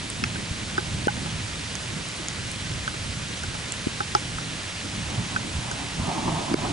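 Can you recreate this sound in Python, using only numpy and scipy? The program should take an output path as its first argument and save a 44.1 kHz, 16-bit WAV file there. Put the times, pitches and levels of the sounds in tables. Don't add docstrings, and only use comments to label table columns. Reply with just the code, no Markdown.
import sys
import numpy as np
from scipy import signal
from scipy.fft import rfft, irfft, next_fast_len
from scipy.io import wavfile
from scipy.ndimage import uniform_filter1d, map_coordinates

SR = 44100
rng = np.random.default_rng(int(sys.argv[2]) if len(sys.argv) > 2 else 0)


def gain_from_db(level_db):
    decades = np.asarray(level_db, float) / 20
    return 10 ** decades


def generate_wav(signal):
    frames = np.transpose(np.atleast_2d(signal))
    scaled = np.clip(frames, -1, 1) * 32767
    pcm = np.round(scaled).astype(np.int16)
    wavfile.write(sys.argv[1], SR, pcm)


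N = 296352
BAND_LIMIT_HZ = 11065


def unit(x):
    return x / np.sqrt(np.mean(x ** 2) + 1e-20)


def along(points, hz):
    f, v = np.transpose(points)
    return np.interp(np.log(hz + 1), np.log(f + 1), v)


def curves(rows):
    s, *cols = np.transpose(rows)
    t = np.arange(N) / SR
    return [np.interp(t, s, c) for c in cols]


def wobble(rate):
    knots = rng.standard_normal(int(N * rate / SR) + 4)
    return map_coordinates(knots, [np.arange(N) * rate / SR])


def filtered(x, response):
    m = next_fast_len(N + SR // 2)
    hz = np.fft.rfftfreq(m, 1 / SR)
    return irfft(rfft(x, m) * response(hz), m)[..., :N]


def band_limit(hz):
    return 1 / (1 + (hz / BAND_LIMIT_HZ) ** 90)


def impacts(rate, spread_db, hush):
    chance, sign, size = rng.random((3, 2, N))
    size_db = spread_db * np.minimum(-np.log(1 - size), 3)
    train = (chance < rate / SR) * np.sign(sign - .5) * gain_from_db(size_db)
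    hush = np.clip(hush, 0, 1)
    return np.sqrt(1 - hush) * unit(train) + np.sqrt(hush) * rng.standard_normal((2, N))


# (frequency [Hz], left-right likeness [0-1])
COHERENCE = [(60, 0.91), (110, 0.98), (190, 0.91), (350, 1), (630, 0.7), (1120, 0.29), (2020, 0.59),
             (3630, 0.88), (6520, 0.58), (11700, 1)]
# (frequency [Hz], lead of the left [rad])
PORT_LEAD = [(50, -0.11), (120, 0.04), (430, -1.22), (1460, -0.31), (2200, -1.15), (3800, -0.78),
             (10000, 0.9)]
# (frequency [Hz], left over right [dB])
PORT_TILT = [(60, -2), (110, -2.5), (190, -2.0), (350, -0.5), (630, -2.5), (1120, -2), (2020, -0.5),
             (3630, -2.5), (6520, -1.5), (11700, -0.5)]


def spread(pair, spectrum):
    def mid_side(hz):
        angle = np.arccos(np.clip(along(COHERENCE, hz), -1, 1)) / 2
        return gain_from_db(along(spectrum, hz)) * [np.cos(angle), np.sin(angle)]

    def ports(hz):
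        half = gain_from_db(along(PORT_TILT, hz) / 2) * np.exp(.5j * along(PORT_LEAD, hz))
        return np.array([half, 1 / half])

    mid, side = filtered(pair, mid_side)
    return unit(filtered(np.array([mid + side, mid - side]), ports))


def add(out, s, sound):
    part = out[:, round(s * SR):][:, :sound.shape[1]]
    part += sound[:, :part.shape[1]]


def patchy(pair, depth_db, size):
    z = signal.stft(pair, nperseg=size)[2]
    field = uniform_filter1d(rng.standard_normal(z.shape[1:]), size=7, axis=0)
    field = uniform_filter1d(field, size=10, axis=1)
    return signal.istft(z * gain_from_db(depth_db * unit(field)), nperseg=size)[1][:, :N]


# (time [s], level [dB])
RAIN_LEVEL = [(0.0, -38), (1.29, -37.5), (4.51, -37.5), (6.31, -37), (6.72, -37)]
# (frequency [Hz], density [dB per Hz])
RAIN_SPECTRUM = [(180, -55), (300, -3.5), (334, -8.5), (377, -6.5), (473, -2.5), (630, -4), (701, -7.5),
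                 (1340, -4), (1450, -3.5), (1900, -2.5), (2220, -2), (3140, -2.5), (8660, -10.5),
                 (10100, -14), (11200, -16.5), (14600, -78), (22000, -120)]


def rain():
    drops = patchy(impacts(1500, 6.5, hush=0.88), 0.62, size=256)
    hiss = filtered(spread(drops, RAIN_SPECTRUM), band_limit)
    return gain_from_db(curves(RAIN_LEVEL)[0] + 0.17 * wobble(14) + 3.0) * hiss


def splashes(rows, life, rise, gain_db):
    out, t = np.zeros((2, N)), np.arange(SR // 25) / SR
    for s, db, hz, pan_db, share in rows:
        t60 = life(hz)
        spray = rng.standard_normal((3, len(t)))
        phase = 2 * np.pi * hz * t + np.array([[.3], [-.3]])
        tone = np.sin(phase) + .3 * np.sin(.84 * phase) + .3 * np.sin(1.25 * phase)
        tone = tone + share * (spray[0] + .3 * spray[1:])
        fall = gain_from_db(-60 * t / t60) + gain_from_db(-27 - 60 * t / (5 * t60))
        fade = gain_from_db(db + gain_db) * fall * (1 - np.exp(-t / rise)) ** 2
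        add(out, s + .0005, fade * tone * gain_from_db([[pan_db / 2], [-pan_db / 2]]))
    return out


# (time [s], peak [dB], pitch [Hz], left over right [dB], spray share [0-1])
SPLAT_DROPS = [(.238, -15, 2560, -3, .05), (.238, -20, 1797, -7, .05), (.2385, -23, 2200, -4, .05),
               (.2384, -25, 5200, .1, .05), (1.0809, -28.5, 2960, -12, .05), (2.8764, -26.5, 3160, -5, .05),
               (4.1495, -24, 1910, 5, .05), (4.1500, -22.5, 3400, -2, .05), (4.151, -24, 5000, 2.1, .05),
               (5.3622, -28, 2520, -6, .05), (6.5405, -27.5, 2190, -12, .3)]


def splats():
    return splashes(SPLAT_DROPS, lambda hz: .013, rise=.0002, gain_db=3)


# (time [s], peak [dB], pitch [Hz], left over right [dB], spray share [0-1])
TICK_DROPS = [(0.101, -11.5, 8400, -1.0, .4), (0.2382, -17.5, 5230, 1.1, 0.53),
              (0.7775, -21, 5000, -1.0, .2), (1.0715, -24, 6070, -7, 0.97), (1.7534, -14, 6370, -7, 0.66),
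              (2.0871, -19, 7660, -2.5, .4), (2.2842, -9.5, 6800, -0.5, .45), (2.5155, -15, 8700, -1.0, .7),
              (2.7376, -26, 5500, -9, .4), (3.4344, -21, 5500, -1.0, 0.78), (3.7213, -8.5, 7430, -6, 0.34),
              (4.0052, -23, 5100, 4, .2), (4.1494, -8, 5140, 6, 0.19), (5.3621, -26, 4950, -1.0, .2),
              (5.7132, -17, 6500, 4, 0.37), (6.0715, -23, 6500, -1.5, .6), (6.54, -22, 4900, 7, 0.52)]


def ticks():
    return splashes(TICK_DROPS, lambda hz: 13 / hz, rise=.0003, gain_db=12)


# (time [s], peak [dB], pitch [Hz], lean of the push [rad], lag
# of the right [ms])
LOW_PULSES = [
    (.233, -15.5, 210, -2.2, -1.0),
    (.516, -20, 90, -1.3, -.4),
    (1.0723, -7.5, 440, -.5, .6),
    (3.8712, -10.5, 275, .1, .9),
    (6.0, -19, 200, .1, -.4),
    (6.5417, -14, 1000, 0, .55),
    (6.5443, -8.5, 320, -1.45, .35),
]


def thuds():
    out, t = np.zeros((2, N)), np.arange(-SR // 50, SR // 50) / SR
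    for s, db, hz, lean, lag_ms in LOW_PULSES:
        cycles = hz * (t - np.array([[0], [lag_ms / 1000]]))
        push = np.exp(-(cycles / .48) ** 2) * np.cos(2 * np.pi * cycles + lean)
        add(out, s + t[0], gain_from_db(db) * push)
    return out


# (frequency [Hz], decay by 60 dB [s], rise [s], lead of the left [rad])
PANEL_MODES = [(368, 0.049, 0.0024, -4.3), (833, 0.059, 0.0016, -1.96), (1320, 0.019, .0006, -2),
               (1510, 0.032, 0.0012, -2.0)]
# (time [s], then the peak of each mode in turn [dB])
PANEL_DROPS = [(0.238, -37.5, -41, -19.5, -30.5), (0.357, -47, -45, -43, -29),
               (0.78, -21.5, -29.5, -18, -17), (1.081, -46, -21, -39, -16.5), (1.259, -49, -34.5, -31, -43),
               (1.479, -45, -59, -45, -39), (2.878, -52, -45, -21.5, -22), (2.94, -37, -43, -31, -38),
               (3.059, -45, -50, -47, -36), (3.436, -44, -40, -45, -28.5), (3.55, -53, -35, -33, -41),
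               (4.005, -30.5, -27.5, -18, -23.5), (4.15, -22.5, -16.5, -10.5, -30),
               (4.384, -53, -45, -26, -33), (5.362, -44, -36, -20, -17), (5.713, -35, -38, -34.5, -27),
               (6.072, -34, -43, -39, -45)]


def knocks():
    out, t = np.zeros((2, N)), np.arange(SR // 8) / SR
    for s, *strength_db in PANEL_DROPS:
        for (hz, t60, rise, lead), mode_db in zip(PANEL_MODES, strength_db):
            detuned_hz = hz * (1 + 0.007 * rng.standard_normal())
            phase = 2 * np.pi * detuned_hz * t + np.array([[lead / 2], [-lead / 2]])
            fade = gain_from_db(mode_db + 8.0 - 60 * t / t60) * (1 - np.exp(-t / rise))
            add(out, s, fade * np.sin(phase) * gain_from_db([[-.8], [.8]]))
    return out


# (time [s], level [dB], nearness [0 far - 1 near])
ROLLING_BED = [(0, -42.5, 0.19), (.4, -41, 0.22), (1.2, -40, 0.073), (1.6, -43.5, 0.16), (2.3, -45, 0.24),
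               (2.9, -43, 0.091), (3.6, -44.5, 0.2), (4.2, -43.5, 0.34), (4.8, -45.5, 0.18),
               (5.1, -39.5, .55), (5.45, -40.5, 0.43), (5.9, -41.5, 0.38), (6.1, -38, 0.92),
               (6.35, -41, .95), (6.5, -39, 0.96), (6.72, -37, 0.69)]
FAR_LEVEL = [2, 3.5, -2.5, -12.5]
NEAR_GAIN = [-3, 0, 4.5, 15.5]
LAYER_PLACE = [0, .9, 1.7, 3.2]
# (time [s], peak [dB], brightness above the boom
# [octaves], length [s])
THUNDER_CLAPS = [(0.202, -36.5, 0.11, .1), (0.38, -38, 1.1, 0.11), (.5, -45, 2.1, 0.11),
                 (0.753, -42, .2, 0.066), (0.933, -29, 0.34, 0.045), (0.995, -35, 0.37, 0.056),
                 (1.24, -35, 0.54, .07), (1.267, -41, 1.7, 0.094), (1.382, -37, 0.56, .07),
                 (1.966, -38, 0.88, 0.054), (2.195, -39.5, 2.1, 0.085), (2.447, -34, 0.59, 0.078),
                 (2.63, -42, .1, 0.06), (2.754, -32, 0.33, 0.069), (2.875, -36.5, 0.22, 0.072),
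                 (3.125, -35, 0.29, 0.13), (3.303, -39, 1, .05), (3.487, -37.5, .1, 0.12),
                 (3.78, -45, 0.39, 0.095), (4.34, -39, 0.084, 0.12), (4.5, -38.5, 0.82, 0.067),
                 (4.85, -40.5, 1.6, 0.045),
                 (4.99, -31, 0.54, 0.061), (5.106, -35, 1.2, .04), (5.18, -43, 3.1, .06),
              (5.196, -28.5, 0.53, .04), (5.4, -37, .9, .06), (5.574, -31.5, .3, .04),
              (5.682, -40.5, 3.1, 0.083), (5.806, -35, 2.4, 0.059), (6.008, -33.5, .5, 0.037),
              (6.083, -32, 1.1, .04), (6.04, -37.5, 3.1, 0.036), (6.112, -33, 3.1, .04),
              (6.172, -25, 2.33, 0.027), (6.17, -31, 3.5, 0.027), (6.268, -28, 1.5, .045),
              (6.273, -29, 3.1, 0.037), (6.34, -27.5, 0.88, 0.035), (6.36, -32.5, 3.2, 0.049),
              (6.375, -32, 1.2, .02), (6.524, -27.5, 1.8, 0.033), (6.623, -34, 1.3, .03),
              (6.649, -31.5, 3.1, 0.028), (6.66, -29.5, 2, 0.033), (6.7, -30, 1.1, .025)]


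def peals():
    clap_octaves, rise_over_fall = 0.45, 0.86
    level_db, near = curves(ROLLING_BED)
    bed = gain_from_db(2 * (level_db + np.c_[FAR_LEVEL] + near * np.c_[NEAR_GAIN]))
    s, db, bright, length = (np.c_[column] for column in np.transpose(THUNDER_CLAPS))
    clock = np.linspace(0, N / SR, 3000)
    width = length * np.where(clock < s, rise_over_fall, 1)
    swell = gain_from_db(2 * db) * np.exp(-2 * ((clock - s) / width) ** 2)
    reach = np.exp(-((np.c_[LAYER_PLACE] - bright.T) / clap_octaves) ** 2 / 2)
    claps = curves(np.c_[clock, (reach @ swell).T])
    return 10 * np.log10(bed + claps)


# (frequency [Hz], density [dB per Hz])
BOOM_SPECTRUM = [(12, -44), (20, -18.5), (70, -1), (120, 0.5), (160, -20), (260, -120)]
ROLL_SPECTRUM = [(62, -23), (105, -7), (162, 3), (240, -7), (310, -40), (530, -120)]
GROWL_SPECTRUM = [(130, -14.5), (225, -2.5), (280, -1.5), (328, -5), (362, -5.5), (500, -22), (650, -33),
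                  (1100, -120)]
CRACKLE_SPECTRUM = [(260, -37), (450, -9), (485, -28), (553, -6.5), (708, -2), (1010, -3), (1150, -9.5),
                    (1240, -7.5), (1500, -32), (1950, -50), (3300, -120)]


def thunder():
    boom_db, roll_db, growl_db, crackle_db = peals()
    cluster = wobble(30)
    boom_db = boom_db + 0.85 * wobble(9) + 1.4
    roll_db = roll_db + 0.73 * wobble(12) - 1.8
    growl_db = growl_db + 0.81 * cluster + 1.36 * wobble(25) - 0.07
    crackle_db = crackle_db + 0.86 * cluster + 0.51 * wobble(60) + 1.2
    boom = gain_from_db(boom_db) * spread(impacts(60, 1.2, hush=0.76), BOOM_SPECTRUM)
    roll = gain_from_db(roll_db) * spread(impacts(200, 3.1, hush=0.74), ROLL_SPECTRUM)
    growl = gain_from_db(growl_db) * spread(impacts(300, 2.2, hush=0.7), GROWL_SPECTRUM)
    crackle = gain_from_db(crackle_db) * spread(impacts(450, 2.5, hush=.45), CRACKLE_SPECTRUM)
    return boom + roll + growl + crackle


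# (time [s], depth [dB])
LIMITER_DIPS = [
    (1.074, 7),
    (6.544, 11),
]


def limiter_gain():
    t, recovery_s = np.arange(N) / SR, .022
    dip_db = sum(db * (t > s) * np.exp(-np.maximum(t - s, 0) / recovery_s) for s, db in LIMITER_DIPS)
    return gain_from_db(-uniform_filter1d(dip_db, size=90))


def scene():
    storm = limiter_gain() * (rain() + thunder())
    return storm + splats() + ticks() + thuds() + knocks()


def roll_off(x):
    return signal.sosfilt(signal.butter(12, 12320, fs=SR, output="sos"), x)


def record(dry):
    def passed(hz):
        leak = gain_from_db(-32) / (1 + (hz / 13000) ** 16)
        return band_limit(hz) + leak

    return roll_off(filtered(dry, passed))


dry = scene()
out = record(dry)
generate_wav(out)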